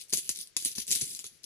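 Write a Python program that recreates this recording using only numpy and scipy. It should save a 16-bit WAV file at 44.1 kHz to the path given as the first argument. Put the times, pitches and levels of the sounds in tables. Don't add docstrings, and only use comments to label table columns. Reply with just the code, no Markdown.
import sys
import numpy as np
from scipy import signal
from scipy.fft import rfft, irfft, next_fast_len
from scipy.io import wavfile

SR = 44100
rng = np.random.default_rng(int(sys.argv[2]) if len(sys.argv) > 2 else 0)


def unload_wav(signal):
    wavfile.write(
        sys.argv[1],
        SR,
        np.round(np.clip(np.atleast_2d(signal).T, -1, 1) * 32767).astype(np.int16),
    )


N = 63945

# frequency in Hz, gain in dB.
ROOM_TONE_EQ = [(25, -10), (60, -10), (130, -8.5), (400, -9), (900, -22), (2000, -12), (7000, -14),
                (14000, -31)]
# start in seconds, length in seconds,
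# relative level in dB, left minus right in dB, cloth rub level in dB.
COIN_SLIDES = [(0.0, 0.023, -43, 4, -99), (0.083, .038, -51.5, -3, -75), (0.124, 0.023, -27.5, 1, -54),
               (0.158, .036, -32, -2.5, -58.5), (0.219, 0.081, -44, -2, -69), (0.291, 0.023, -38, -7, -63),
               (0.347, 0.086, -41.5, -1, -69.5), (0.583, .06, -39, -3, -71), (0.646, 0.034, -30, -2.5, -59),
               (.685, 0.049, -43.5, -1.5, -68), (0.751, .07, -37.5, 3, -62), (0.874, .035, -35, 3, -55),
               (0.9068, 0.026, -25.5, -2.5, -50.5), (0.947, 0.03, -29.5, 0, -50.5),
               (0.983, .06, -36, -1.5, -62.5), (1.046, .125, -39, -2, -63.5), (1.193, 0.023, -46, 2, -73),
               (1.239, 0.036, -44, -3, -65.5), (1.305, 0.07, -62.5, 4.5, -75),
               (1.431, 0.024, -52, 14.5, -69)]
# frequency in Hz, relative level in dB, T60 in seconds.
COIN_MODES = [(4650, -33, 0.052), (6210, -31, 0.056), (9230, -28.5, 0.034), (10177, -21.5, 0.057),
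              (10400, -18.5, 0.023), (13960, -25.5, 0.034)]
# frequency in Hz, gain in dB.
SLIDE_EQ = [(100, -18), (350, -12.5), (700, -43), (1200, -27), (2000, -4), (3500, 2), (5000, -0.5),
            (8000, -0.5), (10200, 2), (11800, 4), (13400, -4), (14250, -1), (14800, -26)]
# frequency in Hz, gain in dB.
CLOTH_EQ = [(30, -22), (65, -3.5), (120, 4), (200, 3), (400, 2), (650, -19), (1500, -60), (4000, -50)]
# start in seconds, relative level in dB, clack pitch in Hz,
# left minus right in dB.
COIN_HITS = [(0.0132, -34.5, 8600, -9), (0.038, -47.5, 8300, 21), (0.0967, -34.5, 9900, -5),
             (0.1042, -34, 9700, 8), (0.1285, -16, 6300, 2.5), (0.1353, -10, 6400, -2),
             (0.1383, -24, 8400, -9), (0.1453, -22.5, 7400, -9), (0.1728, -16.5, 6570, 2.5),
             (0.18, -36, 5600, -12), (0.192, -25.5, 8640, -4), (0.2921, -13, 6840, 1),
             (0.2959, -19, 8300, 0), (0.3158, -26.5, 6240, -13), (0.36, -28.5, 6230, 1),
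             (0.3729, -34.5, 8700, 16), (0.3893, -26.5, 9100, -1), (0.4123, -24, 9200, -5),
             (0.4731, -36.5, 9800, 2), (0.5664, -11, 7140, -1.5), (0.5677, -26.5, 7140, 8),
             (0.6246, -27.5, 6730, 0), (0.6495, -11.5, 9500, -3.5), (0.6574, -20, 8200, -10),
             (0.7162, -30.5, 5860, 4), (0.7604, -31, 6400, -17), (0.782, -21.5, 6200, -4),
             (0.7844, -21.5, 5280, 4), (0.8013, -22, 6300, -11), (0.868, -30, 8700, -3),
             (0.8792, -27.5, 7900, -11), (0.9067, -25, 7600, -23), (0.9146, -14.5, 7300, 10),
             (0.9232, -13.5, 6200, 2), (0.9275, -15, 6330, -14), (0.9521, -20, 7260, 12),
             (0.9563, -22.5, 8400, 3), (0.9587, -19, 9300, -14), (1.0127, -17, 6600, 2),
             (1.0164, -17.5, 5940, -5), (1.0192, -21, 8300, 11), (1.0397, -26, 9050, -7),
             (1.1496, -25, 6260, 2), (1.1916, -24.5, 7140, -1), (1.1972, -30.5, 7100, 0),
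             (1.2427, -27.5, 6300, -1.5), (1.2654, -30, 6620, -1), (1.4413, -29, 5400, 0)]
# frequency in Hz, gain in dB.
CLINK_EQ = [(100, -10.5), (350, -8), (700, -41.5), (1200, -22.5), (2300, -3), (4000, 4.5), (6000, -0.5),
            (8000, 2.5), (10200, 1), (11800, 4.5), (13300, -1.5), (14300, -10), (15000, -26.5)]
# start in seconds, relative level in dB, thump pitch in Hz,
# knock relative to thump in dB.
TABLE_BLOWS = [(0.127, -33, 386, 3), (0.1348, -39.5, 338, 18), (.147, -35.5, 164, -23),
               (.156, -43, 105, -20), (0.18, -38.5, 346, -34), (.292, -41.5, 287, 12),
               (0.303, -46, 65, -13), (0.387, -51.5, 223, -18), (.566, -42, 284, 17.5),
               (0.623, -48.5, 290, 2.5), (0.654, -36.5, 270, 0), (0.781, -29, 210, 4.5),
               (0.905, -44.5, 272, -30), (0.916, -34, 175, -27), (0.928, -43, 340, -15),
               (0.948, -41, 75, -31), (0.959, -37, 288, -20), (1.017, -28.5, 227, -36),
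               (1.025, -30.5, 143, -35), (1.192, -55.5, 335, 12.5), (1.242, -49, 414, 14)]
# frequency in Hz, relative level in dB, T60 in seconds.
TABLE_MODES = [(66.4, -28, 0.21), (135, -26, 0.055), (420, -17.5, 0.0713)]
# frequency in Hz, relative level in dB, T60 in seconds.
WOOD_MODES = [(718, -30, 0.024), (1068, -27.5, 0.031), (1460, -26, 0.024), (1722, -26, 0.037),
              (2575, -22.5, 0.078)]
# frequency in Hz, left minus right in dB.
PORT_BALANCE = [(100, 6), (500, 4.5), (1200, 2), (3000, -1), (5500, 11.5), (9000, 0), (14000, 3.5)]


def amp(db):
    return 10 ** (np.asarray(db) / 20)


def pan(left_minus_right_db):
    return amp(left_minus_right_db * np.array([[0.5], [-0.5]]))


def fade(t, t60_s):
    return np.exp(-np.log(1000) * t / t60_s)


def seconds(length_s):
    return np.arange(int(length_s * SR)) / SR


def curve_db(points, hz):
    point_hz, point_db = np.transpose(points)
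    return np.interp(np.log(hz + 1), np.log(point_hz + 1), point_db)


def filtered(x, gain_at_hz):
    size = next_fast_len(N + SR // 2)
    gain = gain_at_hz(np.fft.rfftfreq(size, 1 / SR))
    return irfft(rfft(x, size) * gain, size)[..., :x.shape[-1]]


def coloured(x, eq, size=4096):
    gain = amp(curve_db(eq, np.fft.rfftfreq(size, 1 / SR)))
    cepstrum = irfft(np.log(gain))
    cepstrum[1:size // 2] *= 2
    cepstrum[size // 2 + 1:] = 0
    impulse = irfft(np.exp(rfft(cepstrum)))
    return signal.fftconvolve(x, impulse[None], axes=1)[:, :N]


def add(out, start_s, x):
    part = out[:, round(start_s * SR):]
    part[:, :x.shape[1]] += x[:, :part.shape[1]]


def in_room(x, early_db, tail_db, wall_delay_s=0.0016, right_lag_s=0.00012):
    t = seconds(0.3)
    early, tail = rng.standard_normal((2, 2, len(t))) * (1 - np.exp(-(t / wall_delay_s) ** 2))
    early *= fade(t, t60_s=0.043)
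    tail *= fade(t, t60_s=0.18)
    paths = amp(early_db) * early / np.linalg.norm(early[0])
    paths += amp(tail_db) * tail / np.linalg.norm(tail[0])
    taps = np.arange(24) - 8 - np.array([[0], [right_lag_s * SR]])
    paths[:, :24] += np.sinc(taps) * np.exp(-(taps / 5) ** 2)
    return signal.fftconvolve(x[None], paths, axes=1)


def room_tone(level_db=-66, shared=0.47):
    noise = rng.standard_normal((3, N))
    air = filtered(noise[:2] + shared * noise[2], lambda hz: amp(curve_db(ROOM_TONE_EQ, hz)))
    return amp(level_db) * air / air.std()


def coin_contact(clack_hz, ring_db, scatter_db=3, size_spread=0.0121, rise_s=0.00012):
    t = seconds(0.06)
    clack = np.sin(2 * np.pi * clack_hz * t) * fade(t, t60_s=0.0022)
    crack = amp(-5) * rng.standard_normal(len(t)) * fade(t, t60_s=0.003)
    ring = np.zeros(len(t))
    for hz, db, t60_s in COIN_MODES:
        strength, detune, phase = rng.standard_normal(3)
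        mode = np.sin(2 * np.pi * hz * (1 + size_spread * detune) * t + np.pi * phase)
        ring += amp(db + scatter_db * strength) * mode * fade(t, t60_s)
    contact = (clack + crack + amp(ring_db) * ring) * (1 - np.exp(-t / rise_s))
    return contact / np.linalg.norm(contact)


def slides(coins=7, touches=6, median_hz=6200, pitch_spread=0.35, scatter_db=4, gain_db=1):
    out = np.zeros((2, N))
    for start_s, length_s, db, pan_db, _ in COIN_SLIDES:
        gain = amp(db + gain_db) * pan(pan_db) * np.sqrt(length_s * SR / coins) / 2
        for _ in range(coins):
            touch_s = (np.arange(touches) + rng.random(touches)) / touches * length_s
            force = amp(scatter_db * rng.standard_normal(touches))
            impulses = np.bincount((touch_s * SR).astype(int), force / np.linalg.norm(force))
            clack_hz = median_hz * np.exp(pitch_spread * rng.standard_normal())
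            jingle = signal.fftconvolve(impulses, coin_contact(clack_hz, ring_db=-0.5))
            add(out, start_s, gain * in_room(jingle, early_db=-2.5, tail_db=-2.5))
    return out


def cloth_rub(width=0.5):
    envelope = np.zeros((2, N))
    for start_s, length_s, _, _, rub_db in COIN_SLIDES:
        swell = np.sqrt(np.sin(np.pi * seconds(length_s) / length_s))
        add(envelope, start_s, amp(rub_db) * swell[None])
    noise = rng.standard_normal((3, N))
    rumble = filtered(noise[2] + width * noise[:2], lambda hz: amp(curve_db(CLOTH_EQ, hz)))
    return envelope * rumble / rumble.std()


def clinks(gain_db=10.5):
    out = np.zeros((2, N))
    for start_s, db, clack_hz, pan_db in COIN_HITS:
        hit = in_room(coin_contact(clack_hz, ring_db=-2.5), early_db=-8, tail_db=-5.5)
        add(out, start_s, amp(db + gain_db) * pan(pan_db) * hit)
    return out


def table_thuds(rise_s=0.0021, knock_cutoff_hz=1580):
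    out = np.zeros((2, N))
    t = seconds(0.2)
    lowpass = signal.butter(2, knock_cutoff_hz, fs=SR)
    top = sum(amp(db) * np.sin(2 * np.pi * hz * t) * fade(t, t60_s) for hz, db, t60_s in TABLE_MODES)
    wood = sum(amp(db) * np.sin(2 * np.pi * hz * t) * fade(t, t60_s) for hz, db, t60_s in WOOD_MODES)
    for start_s, db, thump_hz, knock_db in TABLE_BLOWS:
        thump = np.sin(2 * np.pi * thump_hz * t) * fade(t, t60_s=0.025)
        cushioned = (thump + top) * (1 - np.exp(-(t / rise_s) ** 2))
        burst = rng.standard_normal(len(t)) * fade(t, t60_s=0.0057)
        knock = amp(knock_db) * (wood + signal.lfilter(*lowpass, burst))
        add(out, start_s, amp(db) * in_room(cushioned + knock, early_db=-5, tail_db=-10.5))
    return out


def scene():
    coins = coloured(clinks(), CLINK_EQ) + coloured(slides(), SLIDE_EQ)
    return coins + table_thuds() + cloth_rub() + room_tone()


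def record(dry):
    low_cut_hz, top_hz = 32.4, 15400
    cut = signal.lfilter(*signal.butter(3, low_cut_hz, 'high', fs=SR), dry)
    return filtered(cut, lambda hz: pan(curve_db(PORT_BALANCE, hz)) / (1 + (hz / top_hz) ** 80))


dry = scene()
out = record(dry)
unload_wav(out)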